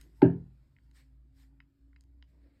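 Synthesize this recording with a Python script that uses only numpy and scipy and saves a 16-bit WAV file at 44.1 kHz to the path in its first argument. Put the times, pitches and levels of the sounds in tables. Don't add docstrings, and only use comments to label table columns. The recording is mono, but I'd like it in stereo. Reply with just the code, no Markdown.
import sys
import numpy as np
from scipy import signal
from scipy.fft import rfft, irfft, next_fast_len
from scipy.io import wavfile
from scipy.ndimage import uniform_filter1d

SR = 44100
rng = np.random.default_rng(int(sys.argv[2]) if len(sys.argv) > 2 else 0)


def volts_from_db(level):
    exponent = np.asarray(level, float) / 20
    return 10 ** exponent


def wav_out(sig):
    wavfile.write(sys.argv[1], SR, np.round(np.clip(np.atleast_2d(sig).T, -1, 1) * 32767).astype(np.int16))


N = 114660


def evened(x):
    return x / np.sqrt(np.mean(x ** 2) + 1e-20)


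def read(points, hz):
    f, value = np.transpose(points)
    return np.interp(np.log(hz + 1), np.log(f + 1), value)


def add(mix, s, sound):
    part = mix[..., round(s * SR):][..., :sound.shape[-1]]
    part += sound[..., :part.shape[-1]]


def slow(hz):
    smooth = uniform_filter1d(rng.standard_normal(N), int(SR / hz))
    return evened(uniform_filter1d(smooth, int(SR / hz / 2)))


def noise(colour, patchy_db, size=512, spread=1):
    # (frequency [Hz], correlation before the power of spread [0..1])
    likeness = [(60, 1), (150, 0.71), (300, 0.48), (700, 0.12), (1700, 0.14), (2700, 0.98), (4000, 0.23),
                (6000, .93), (12000, 0.56)]
    hz = np.fft.rfftfreq(size, 1 / SR)
    frame_count = N * 4 // size + 5
    a, b, c, d, patch = rng.standard_normal((frame_count, len(hz), 5)).T
    patch = uniform_filter1d(patch, 8, axis=0)
    patch = evened(uniform_filter1d(patch, 12, axis=1))
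    same = np.clip(read(likeness, hz), 0, 1)[:, None] ** spread
    left = a + 1j * b
    right = same * left + np.sqrt(1 - same ** 2) * (c + 1j * d)
    spectra = np.array([left, right]) * volts_from_db(read(colour, hz)[:, None] + patchy_db * patch)
    return evened(signal.istft(spectra, nperseg=size, noverlap=size * 3 // 4)[1][:, :N])


def air():
    # (frequency [Hz], relative density [dB per Hz])
    air_colour = [(25, -35.5), (45, -13), (60, -9), (80, -9.5), (100, -12), (140, -14), (200, -21.5),
                  (270, -20.5), (350, -24.5), (450, -38), (600, -34.5), (900, -40.5), (1400, -39),
                  (2000, -43), (3000, -46), (4500, -47), (6000, -49), (9000, -55), (11500, -54),
                  (13000, -53.5), (14300, -67), (16000, -77.5)]
    level_db = -67.5 + 3.2 * slow(0.77)
    return volts_from_db(level_db) * noise(air_colour, patchy_db=3.0, size=2048)


def hum():
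    # (time [s], rms level [dB])
    hum_level = [(0, -55.5), (.1, -61.5), (.2, -56), (.5, -59.5), (.62, -60.5), (.68, -75), (.76, -74),
                 (.86, -59), (1.05, -61), (1.2, -55.5), (1.33, -65), (1.42, -58.5), (1.56, -61.5),
                 (1.66, -65), (1.74, -80), (1.84, -60), (1.97, -59.5), (2.04, -61), (2.22, -56),
                 (2.3, -63.5), (2.46, -57.5), (2.54, -73), (2.6, -67)]
    t = np.arange(N) / SR
    hz = 58.8 * (1 + 0.037 * slow(2.0))
    tone = np.sin(2 * np.pi * np.cumsum(hz) / SR)
    return np.sqrt(2) * volts_from_db(np.interp(t, *np.transpose(hum_level))) * tone


def fan():
    # (time [s], mean blade tone [Hz], its rms level [dB], rms level an octave below [dB])
    fan_course = [(0, 267.8, -72, -72.5), (.7, 270, -87, -72.5), (1.001, 268.1, -77, -74),
                  (1.079, 267.2, -72.5, -70), (1.249, 269.9, -82, -71), (1.359, 270.5, -71.5, -73.5),
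                  (1.6, 273.4, -71, -71), (1.74, 275, -78.5, -84.5), (1.87, 277.4, -69, -80),
                  (2.0, 277.5, -78.5, -80), (2.18, 278.2, -71.5, -85), (2.28, 273, -84.5, -83),
                  (2.4, 287.4, -72.5, -86.5), (2.6, 273, -79, -80)]
    t = np.arange(N) / SR
    s, blade_hz, blade_db, octave_below_db = np.transpose(fan_course)
    hz = np.interp(t, s, blade_hz) * (1 + 0.014 * slow(25))
    phase = 2 * np.pi * np.cumsum(hz) / SR
    blade = volts_from_db(np.interp(t, s, blade_db)) * np.sin(phase)
    octave_below = volts_from_db(np.interp(t, s, octave_below_db)) * np.sin(phase / 2)
    return np.sqrt(2) * (blade + octave_below)


def hands():
    # (start [s], rise [s], hold [s], decay t60 [s], hiss level [dB], duller scrape level [dB])
    slides = [(-.02, 0.0048, 0.046, 0.4, -69.5, -85), (0.125, 0.041, 0.035, 0.13, -77, -95.5),
              (0.81, 0.029, 0.007, 0.62, -86, -101), (0.919, 0.044, 0.039, 0.21, -68.5, -70.5),
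              (1.303, 0.089, 0.04, 0.19, -70.5, -79.5), (2.264, 0.013, 0.02, 0.9, -85.5, -86),
              (2.322, 0.13, 0.061, 0.2, -93, -83.5), (2.515, 0.033, 0.055, .3, -90, -84)]
    # (frequency [Hz], relative density [dB per Hz])
    hiss_colour = [(400, -4.5), (700, -11), (1000, -2.5), (1300, -6), (1600, -3.5), (2000, -0.05),
                   (2500, -5), (3000, -4), (3500, -6), (4500, -8), (5200, 0.5), (6000, -1.5), (7000, -7.5),
                   (9000, -7.5), (10300, -11.5), (11500, -11.5), (13000, -9.5), (14300, -13),
                   (15500, -19.5), (16500, -17.5)]
    scrape_colour = [(1000, -32.5), (1400, -8.5), (1650, -1.25), (2200, -2.5), (3000, -9), (4600, -8),
                     (6000, -35.5)]
    rustle_colour = [(180, -37), (300, -1.5), (372, -14), (660, -12.5), (741, -24.5), (1200, -26.5),
                     (1560, -56.5), (2640, -120)]
    # (time [s], rms level [dB])
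    grip_level = [(0, -90), (.06, -68), (.12, -82.5), (.5, -87.5), (1.4, -89), (1.7, -88), (2.2, -80.5),
                  (2.32, -76.5), (2.46, -71), (2.53, -74), (2.6, -72)]
    t = np.arange(N) / SR
    hiss = noise(hiss_colour, patchy_db=2.8, spread=0.77)
    scrape = noise(scrape_colour, patchy_db=0.57, spread=.6)
    rustle = noise(rustle_colour, patchy_db=3.0, size=1024)
    out = volts_from_db(np.interp(t, *np.transpose(grip_level))) * rustle
    for start, rise, hold, t60, hiss_db, scrape_db in slides:
        swell = np.clip((t - start) / rise, 0, 1) ** 2
        decay = volts_from_db(-60 * np.maximum(t - start - rise - hold, 0) / t60)
        out += swell * decay * (volts_from_db(hiss_db) * hiss + volts_from_db(scrape_db) * scrape)
    return out


def clicks():
    # (time [s], peak level without tail [dB], centre of colour [Hz], spread [octaves],
    # broad snap under the colour [dB], factor on the ring times [-])
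    contacts = [(0.0119, -43.5, 6000, 1.57, -9, 1.83), (0.765, -54, 2290, 0.39, -30, 1.7),
                (0.786, -57, 1990, 0.48, -21, 0.54), (0.9126, -58, 4020, 1, -1, 0.65),
                (1.6029, -44.5, 1840, 0.54, -15.5, 1.4), (1.93, -60.5, 1650, 0.26, -26, 1),
                (1.9616, -50, 2200, 0.28, -12, 1.5), (2.009, -48, 6400, 0.61, -13, 0.68),
                (2.038, -61, 8000, 1, -4, 0.65), (2.2252, -45, 3020, 0.1, -10.5, 0.93)]
    # (frequency [Hz], relative level [dB], t60 before the factor [s])
    steel_modes = [(1010, -1.5, 0.014), (1420, -2, 0.0092), (1900, -4.5, 0.01), (2130, -0.5, 0.0091),
                   (2510, -3, 0.0092), (2970, 0, 0.0077), (3880, -3, 0.011), (4840, -3.5, 0.012),
                   (5180, 3, 0.0058), (6430, 8.5, 0.007), (8460, 0.5, 0.0074), (9600, 1, 0.011),
                   (12260, 0, 0.01)]
    snap_top_hz = 5600
    contact_cycles = 1.4
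    tail_db, tail_t60, tail_rise_s = -16, .14, .012
    t = np.arange(SR // 5) / SR
    out = np.zeros((2, N))
    hz, mode_db, t60 = np.transpose(steel_modes)[:, :, None]
    snap_shape = 1 / (1 + (hz / snap_top_hz) ** 14)
    tail_shape = volts_from_db(-60 * t / tail_t60) * np.minimum(t / tail_rise_s, 1)
    for s, db, centre_hz, octaves, snap_db, ring in contacts:
        detune, phase = rng.random((2, len(steel_modes), 1))
        colour = volts_from_db(-6 * (np.log2(hz / centre_hz) / octaves) ** 2) + volts_from_db(snap_db) * snap_shape
        decay = volts_from_db(mode_db - 60 * t / (t60 * ring))
        modes = colour * decay * np.sin(2 * np.pi * (hz * (.98 + .04 * detune) * t + phase))
        onset = 1 - np.exp(-(t * centre_hz / contact_cycles) ** 2)
        click = modes.sum(axis=0) * onset
        tail = rng.standard_normal((2, len(t))) * tail_shape
        tail = tail / np.linalg.norm(tail[0])
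        wet = signal.fftconvolve(click[None], tail, axes=1)[:, :len(t)]
        add(out, s, volts_from_db(db) * (click + volts_from_db(tail_db) * wet) / abs(click).max())
    return out


def table_ring(t):
    # (frequency [Hz], relative level [dB], t60 [s])
    table_modes = [(93.93, -16, 0.44), (131.74, -9.5, .4), (170.95, -5.5, 0.36), (222.5, -19.5, 0.44),
                   (264.2, -3, 0.24), (295.7, 1, 0.16), (343.5, -5.5, 0.15), (382, -2.5, .21),
                   (438, -15, .2), (493, -16, 0.093), (552, -26.5, 0.074), (650, -27.5, 0.022),
                   (784, -11, 0.11), (846, -0.5, 0.044), (1020, -18, 0.022)]
    rise_cycles, peak_db = 2.2, -2.5
    ring = np.zeros(len(t))
    for k, (hz, db, t60) in enumerate(table_modes):
        swell = 1 - np.exp(-(t * hz / rise_cycles) ** 2)
        polarity = (-1) ** k
        ring += polarity * volts_from_db(db - 60 * t / t60) * swell * np.sin(2 * np.pi * hz * t)
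    return volts_from_db(peak_db) * ring / abs(ring).max()


def contact_crack(t):
    # (frequency [Hz], relative density [dB per Hz])
    crack_colour = [(400, -14), (800, -7), (1200, -9.5), (1600, -18), (2200, -14.5), (3000, -22.5),
                    (3500, -35), (4500, -33.5), (5200, -38), (6000, -50), (7000, -59.5), (9000, -53.5),
                    (12000, -54.5), (16000, -68.5)]
    start_db, t60, rise_s = -17, .012, 0.0014
    burst = noise(crack_colour, 0, size=256, spread=.25)[:, :len(t)]
    return burst * volts_from_db(start_db - 60 * t / t60) * np.minimum(t / rise_s, 1)


def room_wash(t):
    # (frequency [Hz], relative density [dB per Hz])
    wash_colour = [(40, -34), (70, -15), (100, 0.5), (170, -6), (210, -19.5), (280, -6), (390, -6.5),
                   (530, -17), (800, -21), (1200, -32.5), (2000, -43.5), (3000, -51), (3500, -60.5),
                   (5000, -68.5), (6000, -75), (8000, -82.5), (9500, -69.5), (10500, -80.5), (12500, -87),
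                   (16000, -92.5)]
    # (frequency [Hz], t60 [s])
    room_t60 = [(80, 0.38), (210, 0.34), (400, 0.29), (800, 0.28), (1500, 0.27), (3900, 0.29),
                (10000, 0.26)]
    start_db, rise_s = -15, 0.005
    steady = noise(wash_colour, patchy_db=-5.0, size=2048, spread=.5)[:, :len(t)]
    hz, at, bands = signal.stft(steady, SR, nperseg=512)
    decay = volts_from_db(-60 * at / read(room_t60, hz)[:, None])
    wash = signal.istft(bands * decay, SR, nperseg=512)[1][:, :len(t)]
    return wash * volts_from_db(start_db) * (1 - np.exp(-(t / rise_s) ** 2))


def knock():
    t = np.arange(SR) / SR
    out = np.zeros((2, N))
    add(out, .219, table_ring(t) + contact_crack(t) + room_wash(t))
    return out


def scene():
    return air() + hum() + fan() + hands() + clicks() + knock()


def ports(x):
    # (frequency [Hz], lead of the left [rad])
    port_phase = [(0, 0), (300, .2), (520, .9), (690, 2.3), (1200, 3.6), (1550, 5.6), (1900, 6.4),
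                  (2200, 7.4), (2600, 8.2), (3500, 8.2), (4100, 6.7), (6000, 9.42), (10300, 15.7),
                  (16000, 24)]
    # (frequency [Hz], left minus right [dB])
    port_level = [(100, -0.5), (450, -2), (650, 1.5), (900, -10.5), (1500, 4.5), (2500, -2), (5000, -0.5),
                  (9000, -0.12)]
    size = next_fast_len(N + 2048)
    hz = np.fft.rfftfreq(size, 1 / SR)
    half_phase = np.interp(hz, *np.transpose(port_phase)) / 2
    half_db = read(port_level, hz) / 2
    half = np.exp(1j * half_phase) * volts_from_db(half_db)
    return irfft(rfft(x, size) * np.array([half, 1 / half]), size)[:, :N]


def roll_off(x):
    return signal.sosfilt(signal.butter(12, 15750, fs=SR, output="sos"), x)


def record(dry):
    mix = ports(dry)
    return roll_off(mix)


dry = scene()
out = record(dry)
wav_out(out)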